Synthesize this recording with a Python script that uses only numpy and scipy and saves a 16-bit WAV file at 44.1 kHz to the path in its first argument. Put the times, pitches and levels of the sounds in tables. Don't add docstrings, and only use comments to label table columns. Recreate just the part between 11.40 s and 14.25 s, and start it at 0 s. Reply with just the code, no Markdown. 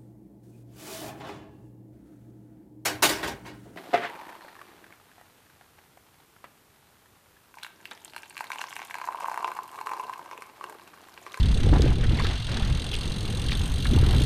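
import sys
import numpy as np
from scipy import signal
from scipy.fft import rfft, irfft
from scipy.io import wavfile
from scipy.ndimage import uniform_filter1d

SR = 44100
rng = np.random.default_rng(int(sys.argv[2]) if len(sys.argv) > 2 else 0)


def transcribe(u):
    v = np.clip(np.atleast_2d(u).T, -1, 1)
    q = np.round(v * 32767).astype(np.int16)
    wavfile.write(sys.argv[1], SR, q)


def natural_amplitude(level_db):
    exponent = np.asarray(level_db, float) / 20
    return 10 ** exponent


N = 125685


def evened(x):
    return x / np.sqrt(np.mean(x ** 2) + 1e-20)


def curve(table, col=1):
    rows = np.array(table)
    return np.interp(np.arange(N) / SR, rows[:, 0], rows[:, col])


def add(mix, start_s, sound):
    part = mix[round(start_s * SR):][:len(sound)]
    part += sound[:len(part)]


def resonate(x, pitch_hz, width_hz):
    radius = np.exp(-np.pi * width_hz / SR)
    gain = (1 - radius ** 2) / 2
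    poles = [1, -2 * radius * np.cos(2 * np.pi * pitch_hz / SR), radius ** 2]
    return signal.lfilter([gain, 0, -gain], poles, x)


def resonate_twice(x, pitch_hz, width_hz):
    return resonate(resonate(x, pitch_hz, width_hz), pitch_hz, width_hz)


def noise(points, patchy_db, shared_db, size):
    bins_hz = np.fft.rfftfreq(size, 1 / SR)
    real, imag, patches = rng.standard_normal((N * 4 // size + 5, len(bins_hz), 3)).T
    shared = evened(uniform_filter1d(patches[0], size=3))
    patches = uniform_filter1d(patches, size=5, axis=0)
    patches = evened(uniform_filter1d(patches, size=5, axis=1))
    pitch_hz, level_db = np.transpose(points)
    shape_db = np.interp(np.log(bins_hz + 1), np.log(pitch_hz + 1), level_db)[:, None]
    shape_db = shape_db + patchy_db * patches + shared_db * shared
    spectra = (real + 1j * imag) * natural_amplitude(shape_db)
    return evened(signal.istft(spectra, nperseg=size, noverlap=size * 3 // 4)[1][:N])


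# start_s [s], tooth_rate [teeth per s]
TOOTH_RATE = [(0.0, 36.67), (0.22, 32.87), (0.36, 44.6), (0.6, 35.69), (0.8, 39.5), (0.88, 47.59),
              (0.94, 43.47), (1.0, 45.28), (1.18, 36.86), (1.44, 43.98), (1.5, 39.73), (1.72, 47.78),
              (1.86, 41.27), (2.32, 49.23), (2.42, 45.02), (2.48, 47.85), (2.54, 38.47), (2.66, 39.16),
              (2.74, 56.81), (2.85, 52.69)]
# start_s [s], level_db [dB rms]
BODY_LEVEL = [(0, -42), (.58, -45.5), (.87, -40.5), (2.04, -43), (2.12, -38.5), (2.31, -47), (2.42, -40.5),
              (2.53, -40.5), (2.75, -38.5)]
# start_s [s], level_db [dB rms]
TREBLE_LEVEL = [(0, -56), (.15, -48.5), (.6, -56), (1.4, -51.5), (2.85, -49)]
# [dB, relative]
BODY_MODES = [(2800, 1.5), (3170, 3), (3500, 3), (3940, 2.5), (4400, -1), (5000, -11)]
# [dB, relative]
TREBLE_MODES = [(6050, 8.5), (6570, 7), (8400, 9), (9250, 3), (10000, -8.5), (10800, -19), (11800, -16.5),
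                (12400, -20), (13800, -20.5)]


def freewheel():
    snap_s, chatter_t60_s, drag_db = 0.00036, 0.044, -18.5
    chatter_spread_db, tick_spread_db, mode_spread_db = 1.5, 1, 2.5
    click_db = 9
    damping = 0.038
    brighten_db = 12

    time_s = np.arange(N) / SR
    teeth = -0.057 + np.cumsum(curve(TOOTH_RATE)) / SR
    draws = rng.standard_normal((200, 2 + len(BODY_MODES + TREBLE_MODES)))
    tick_s = np.interp(np.arange(int(teeth[-1]) + 1), teeth, time_s)
    tooth = np.maximum(np.searchsorted(tick_s, time_s) - 1, 0)
    age_s = np.abs(time_s - tick_s[tooth])

    decay_db = -60 * age_s / chatter_t60_s + tick_spread_db * draws[tooth, 1]
    burst = (1 - np.exp(-age_s / snap_s)) ** 2 * natural_amplitude(decay_db)
    unevenness = evened(uniform_filter1d(rng.standard_normal(N), size=30))
    burst = burst * natural_amplitude(chatter_spread_db * unevenness)
    click = natural_amplitude(click_db + tick_spread_db * draws[tooth, 0]) * np.diff(tooth, prepend=0)

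    out = np.zeros(N)
    column = 2
    for level, modes in ((BODY_LEVEL, BODY_MODES), (TREBLE_LEVEL, TREBLE_MODES)):
        part = np.zeros(N)
        for pitch_hz, level_db in modes:
            strength = burst * natural_amplitude(mode_spread_db * draws[tooth, column]) + natural_amplitude(drag_db)
            drive = strength * rng.standard_normal(N)
            drive = drive + (-1) ** column * click
            tilt_db = brighten_db * max(np.log2(pitch_hz / 8400), 0) * time_s
            part += natural_amplitude(level_db + tilt_db) * resonate(drive, pitch_hz, damping * pitch_hz)
            column += 1
        out += natural_amplitude(curve(level)) * evened(part)
    return out


# start_s [s], level_db [dB rms before rise and decay], pitch_hz [Hz]
STONE_KNOCKS = [(.328, -22, 850), (0.354, -24, 850), (0.507, -30, 870), (0.795, -27.5, 910),
                (.846, -27.5, 1360), (2.452, -30, 1450), (2.574, -29.5, 825), (2.634, -32, 1130),
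                (2.668, -38, 1000), (2.733, -31, 1010)]
# start_s [s], peak_db [dB], pitch_hz [Hz]
STONE_FLICKS = [(0.4200, -17.5, 4000), (.8683, -24, 3620), (1.1697, -24.5, 3440), (1.5400, -28, 3400),
                (1.5524, -23, 3600), (2.0947, -27.5, 1470), (2.1194, -19.5, 1880)]
# start_s [s], length_s [s], level_db [dB rms over length], pitch_hz [Hz]
GRAVEL_SPRAYS = [(.632, .022, -40, 1700), (.785, .028, -36, 2000), (.834, .024, -39, 3800),
                 (2.113, .016, -35, 3600), (1.531, .026, -35, 2900)]


def stones():
    rise_s, knock_t60_s, flick_t60_s = 0.0017, 0.075, 0.011
    width, spray_width = 0.73, 0.5
    cracks_per_s = 1600
    top_ratio, top_db = 3.2, -22

    out, t = np.zeros(N), np.arange(0, .12, 1 / SR)
    for start_s, level_db, pitch_hz in STONE_KNOCKS:
        crackle = rng.standard_normal(len(t)) * rng.exponential(size=len(t))
        ring = evened(resonate_twice(crackle, pitch_hz, width * pitch_hz))
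        envelope = (1 - np.exp(-t / rise_s)) * natural_amplitude(level_db - 60 * t / knock_t60_s)
        add(out, start_s, ring * envelope)
    for start_s, peak_db, pitch_hz in STONE_FLICKS:
        puff = rng.standard_normal(len(t)) * natural_amplitude(-60 * t / flick_t60_s)
        ring = resonate_twice(puff, pitch_hz, width * pitch_hz)
        add(out, start_s, natural_amplitude(peak_db) * ring / abs(ring).max())
    for start_s, length_s, level_db, pitch_hz in GRAVEL_SPRAYS:
        size, chance = rng.standard_normal(len(t)), rng.random(len(t))
        cracks = size * (chance < cracks_per_s / SR) * (t < length_s)
        spray = resonate_twice(cracks, pitch_hz, spray_width * pitch_hz)
        spray += natural_amplitude(top_db) * resonate(cracks, top_ratio * pitch_hz, pitch_hz)
        add(out, start_s, natural_amplitude(level_db) * evened(spray) * np.sqrt(length_s / t[-1]))
    return out


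# [dB per Hz, relative]
HISS_COLOUR = [(450, -3.5), (2240, -5.5), (3880, -11.5), (5280, -17), (8640, -33), (13000, -64)]
# start_s [s], rumble_db [dB rms], buffet_db [dB rms], hiss_db [dB rms]
WIND_AND_TYRES = [(0, -20, -40.5, -44.5), (.2, -22, -34.5, -43.5), (.33, -16.5, -25, -39.5),
                  (.49, -18.5, -29, -39.5), (.56, -25.5, -39, -47), (.72, -21.5, -31.5, -41),
                  (.92, -26, -37, -40), (1.04, -32, -54.5, -49), (1.13, -25.5, -37.5, -38),
                  (1.33, -24, -39, -44), (1.41, -31.5, -43, -45), (1.96, -29.5, -39, -45.5),
                  (2.3, -24, -40, -44.5), (2.43, -29, -39.5, -48.5), (2.52, -16.5, -35.5, -41),
                  (2.75, -20, -29.5, -38.5), (2.85, -20, -32.5, -43.5)]


def tyres():
    grains_per_s, crunch_db = 250, -11
    hiss = noise(HISS_COLOUR, patchy_db=1.5, shared_db=2.5, size=256)
    size = rng.standard_normal(N) * (rng.random(N) < grains_per_s / SR)
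    kind = rng.integers(0, 16, N)
    t, grains = np.arange(600) / SR, np.zeros(N)
    for k, pitch_hz in enumerate(np.geomspace(650, 2300, num=16)):
        cycles = t * pitch_hz
        grain = cycles * np.exp(-cycles / 1.35) * np.sin(2 * np.pi * cycles)
        grains += signal.oaconvolve(size * (kind == k), grain)[:N]
    return natural_amplitude(curve(WIND_AND_TYRES, 3)) * (hiss + natural_amplitude(crunch_db) * evened(grains))


# [dB per Hz, relative]
RUMBLE_COLOUR = [(7.1, -37), (12, 3), (65, 2), (123, -2), (162, -10), (260, -19.5), (400, -63)]
# [dB per Hz, relative]
BUFFET_COLOUR = [(94, -14), (160, -1), (431, -10), (667, -25.5), (800, -19), (1040, -77)]
# start_s [s], peak_db [dB, of the envelope], pitch_hz [Hz]
WIND_THUMPS = [(.328, -10.5, 285), (0.397, -16, 370), (0.442, -15.5, 286), (0.461, -17.5, 475),
               (2.533, -18, 270), (2.564, -17.5, 334), (2.629, -18.5, 325)]


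def wind():
    cycles = 3
    out = natural_amplitude(curve(WIND_AND_TYRES, 1)) * noise(RUMBLE_COLOUR, patchy_db=2.0, shared_db=-0.14, size=2048)
    out += natural_amplitude(curve(WIND_AND_TYRES, 2)) * noise(BUFFET_COLOUR, patchy_db=3.0, shared_db=3.0, size=512)
    for start_s, peak_db, pitch_hz in WIND_THUMPS:
        u = np.arange(0, 1, pitch_hz / cycles / SR)
        envelope = np.sin(np.pi * u ** 0.42) ** 2
        add(out, start_s, natural_amplitude(peak_db) * envelope * np.sin(2 * np.pi * (cycles * u + rng.random())))
    return out


def scene():
    return (freewheel() + stones() + tyres() + wind())[None]


# pitch_hz [Hz], gain_db [dB]
TREBLE_ROLL_OFF = [(12300, 1.5), (12900, -10), (15000, -12.5), (15500, -35)]


def flatten_and_roll_off(dry):
    overload = 0.32
    flattened = overload * np.tanh(dry / overload)
    pitch_hz, gain_db = np.transpose(TREBLE_ROLL_OFF)
    roll_off_db = np.interp(np.fft.rfftfreq(N, 1 / SR), pitch_hz, gain_db)
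    return irfft(rfft(flattened) * natural_amplitude(roll_off_db), N)


def low_pass(x):
    return signal.sosfilt(signal.butter(12, 15700, fs=SR, output="sos"), x)


def record(dry):
    mix = flatten_and_roll_off(dry)
    return low_pass(mix)


dry = scene()
out = record(dry)
transcribe(out)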